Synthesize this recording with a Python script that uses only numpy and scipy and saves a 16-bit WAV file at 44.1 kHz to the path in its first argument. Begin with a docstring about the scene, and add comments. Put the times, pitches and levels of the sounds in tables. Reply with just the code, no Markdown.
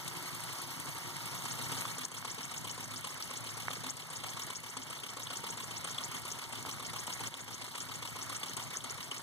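"""A small brass steam engine on a metal base plate in a quiet room: first from afar at a fast pace, near 11
turns a second, then, after a cross-fade at about 2 s, close up and slower, near 7.5 turns a second.
Gritty noise bursts locked to the crank angle make the knocks, puffs and whistle, over shaped noise for hiss and
wavering sines for hum. From the cross-fade on, ringing partials add snaps of water drops and loose parts.
The two microphone ports hear it with opposite sign, the right one a little later, within a diffuse layer."""
import sys
import numpy as np
from scipy import signal
from scipy.fft import rfft, irfft, next_fast_len
from scipy.io import wavfile
from scipy.ndimage import uniform_filter1d, map_coordinates

SR = 44100
rng = np.random.default_rng(int(sys.argv[2]) if len(sys.argv) > 2 else 0)


def dump(signal):
    """Clip the signal to [-1, 1] and save it as 16-bit WAV at the path in sys.argv[1]."""
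    limited = np.clip(np.atleast_2d(signal).T, -1, 1)
    pcm = np.round(limited * 32767).astype(np.int16)
    wavfile.write(sys.argv[1], SR, pcm)


N = 406602
T = np.arange(N) / SR
SIZE = next_fast_len(N + 8192)  # padded transform length
HZ = np.fft.rfftfreq(SIZE, 1 / SR)

# crank at dead centre, far view: (time [s], count [turns])
FAR_TURNS = [(0.0816, 0), (0.4397, 4), (0.8003, 8), (1.1681, 12), (1.5325, 16), (1.7199, 18)]
# crank at dead centre, close view: (time [s], count [turns])
NEAR_TURNS = [(1.3180, 0), (2.9063, 12), (3.9656, 20), (4.4970, 24), (5.0305, 28), (5.5690, 32),
              (6.1118, 36), (7.2018, 44), (9.2456, 59)]


def amp(db):
    """Decibels to linear gain."""
    return 10 ** (np.asarray(db) / 20)


def unit(x):
    """Scale to an RMS of one."""
    return x / np.sqrt(np.mean(x ** 2) + 1e-20)


def along(points, column=1):
    """Interpolate a column of (frequency [Hz], value, ..) rows on a log frequency axis."""
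    table = np.transpose(points)
    return np.interp(np.log(HZ + 1), np.log(table[0]), table[column])


def filtered(x, response):
    """Apply a frequency response through the spectrum."""
    return irfft(rfft(x, SIZE) * response, SIZE)[..., :N]


def resonance(hz, width_hz):
    """Response of a damped resonator, unity at its centre."""
    damping = 1j * HZ * width_hz
    return damping / (hz ** 2 - HZ ** 2 + damping)


def wobble(rate):
    """A random curve with straight lines between `rate` knots a second."""
    knots = rng.standard_normal(int(N * rate / SR) + 4)
    return map_coordinates(knots, [T * rate], order=1)


def level(rows):
    """Gain curve over time from (time [s], level [dB]) rows."""
    s, db = np.transpose(rows)
    return amp(np.interp(T, s, db))


def hiss(db, hum, patchy_db, hum_db):
    """Boiler, burner and bearings: steady hiss with random patches, and a few wavering tones."""
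    # spectrum of the hiss: (frequency [Hz], relative level [dB])
    hiss_colour = [(25, -37), (70, -27), (110, -2.5), (200, -7), (450, -11), (1000, -2), (2500, -9),
                   (5000, -7.5), (8000, -16), (11000, -17), (15500, -20.5)]
    z = signal.stft(rng.standard_normal(N), nperseg=256)[2]
    patches = uniform_filter1d(rng.standard_normal(z.shape), 5, 0)
    patches = unit(uniform_filter1d(patches, 5, 1))
    noise = signal.istft(z * amp(patchy_db * patches), nperseg=256)[1][:N]
    noise = noise * amp(1.5 * wobble(70))  # fast flutter in dB, shared by all bands
    tones = 0
    for hz, width_hz, tone_db in hum:
        tone_gain = amp(tone_db + 4.5 * wobble(12))
        pitch = hz + width_hz * wobble(25) / 2
        tones = tones + tone_gain * np.sin(2 * np.pi * np.cumsum(pitch) / SR)
    steady = unit(filtered(noise, amp(along(hiss_colour))))
    return amp(db) * (steady + amp(hum_db) * unit(tones))


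def diffuse(x):
    """A diffuse layer: the same bursts with unrelated phases at each port."""
    # colour of the diffuse layer: (frequency [Hz], level re direct [dB])
    diffuse_colour = [(40, -20), (70, -14), (110, -8), (300, -2), (700, -9), (1100, -17), (1750, -1),
                      (2250, -9), (2380, -38), (2640, -38), (2800, -8), (3000, -1), (3700, -11), (4350, 0),
                      (5000, -11), (5650, 0), (6350, -8), (7000, -5), (7650, -10), (8400, -4), (9700, -1),
                      (10500, -8), (11200, 0), (11800, -8), (12400, 2), (12950, -9), (13600, 2),
                      (14300, -8), (14800, 2), (15300, -10)]
    # extra diffuse sound near 2.5 kHz around each knock: (centre [Hz], width [Hz], level [dB],
    # centre angle [turns], half length [turns], natural-log spread of the length)
    knock_extra = (2520, 450, -8, .05, .17, .45)
    z = signal.stft(x, nperseg=128)[2]
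    phases = np.exp(2j * np.pi * rng.random((2,) + z.shape))
    wet = unit(signal.istft(z * phases, nperseg=128)[1][:, :N]) * np.std(x)

    hz, width_hz, db, centre, half_length, spread = knock_extra
    far_angle = np.interp(T, *np.transpose(FAR_TURNS)) + .25
    near_angle = np.interp(T, *np.transpose(NEAR_TURNS))
    angle = np.where(T < NEAR_TURNS[0][0], far_angle, near_angle)
    from_knock = (angle - centre + .5) % 1 - .5
    varied_length = half_length * np.exp(spread * unit(wobble(7)))
    knocking = np.exp(-(from_knock / varied_length) ** 4)
    extra = filtered(wet * knocking, resonance(hz, width_hz) ** 2)
    return filtered(wet, amp(along(diffuse_colour))) + amp(db) * extra


def snaps():
    """Water drops and loose parts: each snap is three close partials that swell and die together."""
    # (time [s], peak before the band filter [dB], centre [Hz], swell and decay [s])
    snap_rows = [(1.8208, -23, 1710, 0.00012), (2.052, -24, 6500, 0.00033), (2.226, -28, 1050, 0.00021),
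                 (2.247, -28, 1060, 0.00018), (2.453, -28, 6860, .0005), (2.713, -28, 6800, .0004),
                 (3.047, -29, 8060, 0.00095), (3.683, -17, 1200, 0.00022), (3.7132, -27, 3550, 0.00051),
                 (3.841, -35, 3400, .0006), (3.9058, -23, 6800, .0003), (4.396, -30, 7000, .0006),
                 (4.42, -29, 6200, 0.00055), (4.507, -28.5, 8260, .0005), (4.768, -35, 1040, 0.0015),
                 (4.7725, -27.5, 8400, .0008), (5.035, -33, 3360, 0.0015), (5.17, -32, 8400, .0008),
                 (5.302, -33, 3460, 0.00093), (5.37, -28, 6800, .001), (5.846, -28, 8870, .0008),
                 (5.982, -30.5, 3400, 0.0027), (6.044, -27, 6900, 0.0013), (6.305, -31, 6000, .0004),
                 (6.316, -25.5, 6200, 0.00081), (6.322, -26, 6460, 0.00071), (6.53, -31, 8750, .0006),
                 (6.651, -29.5, 1030, 0.00043), (7.2724, -24, 6910, 0.00038),
                 (7.3414, -29.5, 3360, 0.00038), (7.758, -34, 8550, 0.00034), (7.8046, -25, 6670, 0.00034),
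                 (7.826, -33, 7550, .001), (8.432, -28.5, 3450, 0.0011), (8.484, -25, 5500, .0003),
                 (8.496, -28, 6500, .0004), (8.841, -30, 8800, 0.00036), (8.845, -26, 8660, 0.00054),
                 (9.114, -32, 3430, 0.0025)]
    out = np.zeros(N + SR)
    t = np.arange(SR // 40) / SR
    detune = 1 + 0.0585 * rng.standard_normal((len(snap_rows), 3))  # relative spread of the partials
    for (s, db, hz, swell), ratios in zip(snap_rows, detune):
        partials = np.sin(2 * np.pi * hz * ratios[:, None] * t).sum(0)
        ring = partials * t / swell * np.exp(-t / swell)
        out[round(s * SR):][:len(t)] += amp(db) * ring / np.abs(ring).max()
    return filtered(out[:N], resonance(2200, 5900))


def dips():
    """Sudden steps down in level, just after some of the snaps, that creep back."""
    # (time [s], level [dB])
    dip_rows = [(2.061, -5.5), (3.916, -3.5), (4.521, -5.5), (7.285, -7.5)]
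    fall_s, recover_s = 0.0029, 0.32
    start, db = np.transpose(dip_rows)
    since = np.clip(T - start[:, None], 0, None)
    shape = (1 - np.exp(-since / fall_s)) * np.exp(-since / recover_s)
    return amp(db @ shape)


def per_turn(usual_db, spread_db, chosen_turns):
    """Strength in dB of every close turn: the usual, some chance, and an offset on chosen turns."""
    s, turns = np.transpose(NEAR_TURNS)
    turn_db = usual_db + spread_db * rng.standard_normal(int(turns[-1]) + 1)
    for when, db in chosen_turns:
        turn_db[round(np.interp(when, s, turns))] += db
    return turn_db


def strokes(rows, times, turns, turn_db, scatter_db, grit_db):
    """Bursts of gritty noise and ringing, started each turn at their crank angle, each in its own band."""
    angle = np.interp(T, times, turns)
    period = (times[-1] - times[0]) / (turns[-1] - turns[0])  # mean seconds per turn
    # droplets and chatter, shared by all bands
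    grit = unit(amp(grit_db * wobble(600)) * rng.standard_normal(N))
    total = 0
    for start, rise, decay, db, hz, width_hz in rows:
        luck = rng.standard_normal((int(turns[-1]) + 2, 3))  # per turn: strength, delay, pitch
        which = np.clip(np.arange(len(luck)) - 1, 0, len(turn_db) - 1)
        gain = amp(db + scatter_db * luck[:, 0] + turn_db[which])
        since = (angle - start) % 1 * period
        live = np.flatnonzero((since < 9 * decay + rise) & (T < times[-1]))
        turn = np.floor(angle[live] - start).astype(int) + 1
        # play in the linkage delays each burst a little, in seconds
        since = np.clip(since[live] - 0.000693 * np.abs(luck[turn, 1]), 0, None)
        attack = 1 - np.exp(-(since / rise) ** 2)
        shape = attack * np.exp(-since / decay) * (1 + rise / decay)
        # low knocks are blows that ring the base plate; high ones are mostly escaping steam
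        blow = min(450 / hz, .8)  # share of ringing in the power
        pitch = hz * (1 + 0.1247 * luck[turn, 2])
        ring = np.sqrt(2) * np.sin(2 * np.pi * pitch * since)
        band = resonance(hz, width_hz) ** 2
        noise_loss = np.sqrt(np.mean(np.abs(band) ** 2))  # offsets what the band takes from the noise
        steam = grit[live] / noise_loss
        force = np.zeros(N)
        force[live] = (np.sqrt(1 - blow) * steam + np.sqrt(blow) * ring) * shape * gain[turn]
        total = total + rfft(force, SIZE) * band
    return irfft(total, SIZE)[:N]


def far_engine():
    """The fast engine: one sharp exhaust puff a turn, with smaller bursts, over a thick hiss."""
    # bursts of one turn: (crank angle [turns], rise [s], decay [s], level [dB], centre [Hz], width [Hz])
    far_stroke = [(.95, 0.0022, 0.005, -39, 8300, 6900), (0.91, 0.0033, 0.011, -43.5, 3600, 4100),
                  (1, 0.0043, 0.0065, -44, 1000, 1000), (0.034, 0.0066, 0.027, -51.5, 11800, 5100),
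                  (0.75, 0.0017, 0.004, -45.5, 3400, 3200), (.64, 0.0037, 0.0074, -47, 144, 150),
                  (0.88, 0.0064, 0.0076, -45, 146.4, 200), (0.58, 0.0034, 0.008, -52, 453, 520),
                  (.44, 0.0066, 0.014, -48.5, 265, 77), (1, 0.0023, .003, -49, 1080, 610),
                  (0.765, 0.002, 0.0037, -45, 1115, 800), (0.152, 0.003, 0.0053, -48.5, 6300, 3800),
                  (0.69, .001, 0.0016, -57, 4100, 2500), (0.75, 0.0019, 0.0027, -47.5, 6600, 2500),
                  (0.58, .0015, 0.0045, -46, 9000, 8000), (.48, .002, 0.0034, -50, 14000, 8000),
                  (.68, .0015, 0.0027, -47, 1110, 800)]
    # wavering tones: (centre [Hz], pitch wander [Hz], level [dB])
    far_hum = [(115.7, 11, -8.5), (138.3, 9.3, -3), (166, 9.3, -7), (259, 13, -6), (288, 15.6, -3.5),
               (356, 5.7, -2.5), (923, 14.8, 2.5)]
    # fader of the far view: (time [s], level [dB])
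    far_fader = [(0, -1), (.5, 0.5), (1, -0.5), (1.3, 0), (1.6, -1), (1.8, 2.5), (1.95, -6.5), (2.06, -41)]
    # tone of the far view: (frequency [Hz], level [dB])
    far_tilt = [(60, -4), (85, -4), (110, -0.5), (140, 0.5), (170, 1.5), (220, -7.5), (290, -0.5),
                (600, -2), (1000, 0), (1500, 0.5), (2200, -1.5), (3000, 0), (7000, 2), (12000, 4),
                (15000, 3)]
    s, turns = np.transpose(FAR_TURNS)
    # run on for one turn before the table and four after it
    s = np.r_[s[0] - .0893, s, s[-1] + .372]
    turns = np.r_[0, turns + 1, turns[-1] + 5]
    beat = strokes(far_stroke, s, turns, np.zeros(1), scatter_db=1.5, grit_db=3)
    bed = hiss(-45.5, far_hum, patchy_db=1.5, hum_db=-9.5)
    return level(far_fader) * filtered(beat + bed, amp(along(far_tilt)))


def near_engine():
    """The close engine: knock and spit near dead centre, puff, rising whistle, thump, clinks and rattles."""
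    # bursts of one turn: (crank angle [turns], rise [s], decay [s], level [dB], centre [Hz], width [Hz])
    knock = [(0.0295, 0.0013, 0.0033, -41.5, 1066, 840), (.085, 0.0008, 0.0017, -41.5, 1030, 1400),
             (0.01033, 0.0046, 0.009, -42, 3300, 4600), (0.0013, 0.0019, 0.0036, -46, 461, 410),
             (0.0028, 0.0033, 0.04, -56, 258, 58)]
    spit = [(0.0051, 0.002, 0.003, -40, 7740, 4170), (0.0486, 0.0021, 0.0038, -44, 9470, 7000)]
    puff = [(.215, 0.0029, 0.0091, -46, 1100, 850), (.21, 0.0037, 0.01, -42, 3500, 2800),
            (0.19, 0.0077, 0.01, -40, 7300, 13000), (0.19, 0.0025, 0.0037, -51, 474, 480),
            (0.29, 0.025, 0.041, -51.5, 9100, 17000)]
    whistle = [(.425, 0.0015, 0.0076, -48, 5520, 1250), (.475, 0.0029, 0.0063, -47, 6580, 1400),
               (.51, 0.0038, 0.0047, -46.5, 7280, 2100)]
    thump = [(.46, 0.0022, 0.0036, -47, 402, 420)]  # at the far end of the stroke
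    clink = [(.67, 0.0012, 0.0027, -53.5, 3630, 1400), (.75, 0.0026, 0.0062, -51, 3500, 1200)]  # on the return stroke
    rattle = [(.398, 0.00051, 0.0014, -37, 5000, 3100), (0.1137, 0.0026, 0.0048, -53, 121, 170),
              (.58, 0.0028, 0.0041, -46.5, 133, 155), (.685, 0.0034, 0.0051, -49.5, 138, 130),
              (.79, 0.0039, 0.0057, -48.5, 131, 220), (0.67, 0.0051, 0.0055, -59, 474, 580),
              (.4, 0.0009, 0.0021, -46.5, 1070, 1200), (.47, 0.0018, 0.0043, -52.5, 1130, 730),
              (0.4, 0.002, 0.01, -46, 3300, 1600), (0.76, 0.0028, 0.0022, -51.5, 8800, 6100),
              (0.61, 0.0014, 0.0029, -46, 9700, 10000), (.76, 0.0022, 0.0049, -45, 9740, 13000)]
    # strength of chosen turns relative to the usual: (time [s], level [dB])
    knock_turns = [(1.98, 0.5), (2.245, 3), (2.377, 1), (2.641, 2.5), (2.773, -1), (3.039, 3), (3.701, 2.5),
                   (3.833, 3.5), (4.098, -2), (4.231, 2), (4.497, -1), (4.763, 3.5), (5.3, 2), (5.434, 2),
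                   (5.84, 1.5), (7.474, -2), (7.611, 1.5), (7.882, -0.5), (8.019, 2), (8.427, 1.5),
                   (8.563, 2.5), (8.701, 0.5), (8.972, -1), (9.109, 3)]
    spit_turns = [(1.98, 4), (2.112, 2), (2.245, 1), (2.377, -4), (2.509, 2), (2.641, 3.5), (2.773, -2),
                  (2.906, .1), (3.039, -1), (3.17, -3), (3.303, -1), (3.435, -2), (3.568, 3.5),
                  (3.701, 2.5), (3.833, 1), (4.098, 1), (4.763, 3), (4.897, 4.5), (5.03, 0.5), (5.165, -2),
                  (5.434, -3), (5.705, 0.5), (5.976, -1), (6.384, 2.5), (6.521, 1.5), (7.066, 2),
                  (7.338, 0), (7.474, -6), (7.611, -3), (7.883, -6), (8.019, -1), (8.292, 1), (8.428, -2),
                  (8.564, 4.5), (8.701, -4), (8.973, -4)]
    puff_turns = [(1.98, 2), (4.63, 0), (4.763, -6), (5.705, -6), (6.248, 3.5), (6.521, -0.5), (6.929, 1),
                  (8.156, 2.5), (8.837, -5)]
    whistle_turns = [(1.583, -5), (1.847, -4), (2.641, 1.5), (2.773, -3), (2.906, 2), (3.039, -3),
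                     (3.17, -5.5), (3.567, -14), (3.701, -6), (3.966, -9), (4.497, 4), (4.898, -16),
                     (5.165, 1), (5.434, 2.5), (5.569, 0.5), (6.112, -6), (6.383, -13), (6.52, -4.5),
                     (6.929, 1), (7.202, -4), (7.61, -10), (8.02, -3.5), (8.156, 1), (8.428, -9),
                     (8.564, -1.5), (8.701, 0), (8.972, -4), (9.109, -3)]
    thump_turns = [(3.701, 5), (4.098, 0), (4.364, -3), (5.3, 4), (5.434, 6), (5.569, 2), (6.112, 0),
                   (6.248, 6), (6.657, 4), (6.793, 2), (7.611, 0), (8.156, 6), (8.428, 4), (8.701, 8),
                   (8.837, 1)]
    clink_turns = [(4.231, 10), (4.364, 5), (4.897, 8), (5.165, 10), (5.705, -4), (5.84, 10), (6.793, 5),
                   (8.292, 0), (8.428, 5.5)]
    # wavering tones: (centre [Hz], pitch wander [Hz], level [dB])
    near_hum = [(112.7, 5.95, -0.5), (140.8, 8.6, -9.5), (166.2, 10.6, -3.5), (257, 23.66, -6),
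                (353, 9.6, -10), (922, 19.6, -3)]
    # fader of the close view: (time [s], level [dB])
    near_fader = [(1.3, -5.5), (1.45, 2.5), (1.7, 0.5), (1.95, 2), (2.3, 3.5), (3.05, 0.5), (3.55, 2),
                  (4.0, 1), (4.5, 3), (5.05, 0.5), (5.3, 1.5), (6.05, 2), (6.8, 1), (7.28, 4), (8.05, 1),
                  (8.3, 3), (8.8, 1), (9.22, 0)]

    s, turns = np.transpose(NEAR_TURNS)
    # usual strength and turn-to-turn spread in dB lead each per_turn
    beat = strokes(knock, s, turns, per_turn(1.5, .9, knock_turns), scatter_db=.8, grit_db=1.5)
    beat += strokes(spit, s, turns, per_turn(0, .9, spit_turns), scatter_db=.6, grit_db=2)
    beat += strokes(puff, s, turns, per_turn(0.46, 1.1, puff_turns), scatter_db=.6, grit_db=1.5)
    beat += strokes(whistle, s, turns, per_turn(6.5, 1.2, whistle_turns), scatter_db=.8, grit_db=2)
    beat += strokes(thump, s, turns, per_turn(0, .9, thump_turns), scatter_db=.8, grit_db=1.5)
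    beat += strokes(clink, s, turns, per_turn(0, .9, clink_turns), scatter_db=2, grit_db=2)
    beat += strokes(rattle, s, turns, np.zeros(1), scatter_db=1.5, grit_db=2.5)
    bed = hiss(-48.5, near_hum, patchy_db=2.0, hum_db=-10.0)
    return level(near_fader) * dips() * (beat + bed)


def scene():
    """Mix both views and the snaps, ride the bass, and add the diffuse layer for two ports."""
    # fader of the bass: (time [s], level [dB])
    bass_fader = [(0, 1.5), (.6, 0), (1.2, 0.5), (2, 0), (2.8, 1), (3.3, 0), (3.8, 0), (4.4, -0.5),
                  (4.9, -1.5), (5.5, -1.5), (6.6, 0), (7.4, -2), (8.2, -1), (9.22, -1.5)]
    bass_top_hz = 188
    engine = far_engine() + near_engine() + snaps()
    bass = filtered(engine, 1 / (1 + (HZ / bass_top_hz) ** 4))
    engine = engine + (level(bass_fader) - 1) * bass
    return engine + diffuse(engine)


def record(dry):
    """Port colours; the right port is inverted and late by a slightly wavering lag; all is band limited."""
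    # colour of each port, with base plate and table echoes: (frequency [Hz], left [dB], right [dB])
    port_colour = [(100, 3.5, 2.5), (405, -0.5, -3), (714, 0, -1), (940, 0, -0.5), (1313, 1.5, 2),
                   (1606, -7, 0.5), (1827, -2, 0), (2256, 7, 10), (2355, 0, -4), (2400, 2, 2),
                   (2700, 1.5, 1.5), (2680, 1.5, 5.2), (3040, 1, -0.5), (4240, -2.5, -3), (6800, 0.5, -1),
                   (7720, 4, 0), (11600, -3, -4.5), (13300, -9, -3.5), (14000, -3, -2), (14650, -5, -9),
                   (15300, -8, -11), (15800, -20, -24)]
    # phase of the right port besides inversion and lag: (frequency [Hz], phase [rad])
    right_phase = [(100, -0.93), (300, -1.53), (750, -0.96), (1350, 0.087), (2000, -0.75), (2240, -.62),
                   (2400, -.47), (2500, -0.228), (2600, .014), (2700, .24), (2780, .24), (2930, -.04),
                   (3050, -.25), (3200, -0.32), (3800, -0.77), (4500, -0.41), (5100, -0.18), (6400, 0.3),
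                   (7600, -0.22), (9200, -0.55), (10500, 0.71), (11800, -0.44), (13000, 0), (14300, .1),
                   (15400, -0.61)]
    right_lag_s, lag_waver_s, top_hz = 17 / SR, 1.5e-6, 15800
    left, right = dry
    # the lag of the whole right port wavers slightly at random:
    # subtracting a little of the slope shifts the wave in time
    slope = filtered(right, 2j * np.pi * HZ)
    right = right - lag_waver_s * unit(wobble(18)) * slope
    inverted_late = -np.exp(1j * (along(right_phase) - 2 * np.pi * HZ * right_lag_s))
    left_port = amp(along(port_colour, column=1))
    right_port = amp(along(port_colour, column=2)) * inverted_late
    ports = np.array([left_port, right_port])
    return filtered(np.array([left, right]), ports * (HZ < top_hz))


dry = scene()
out = record(dry)
dump(out)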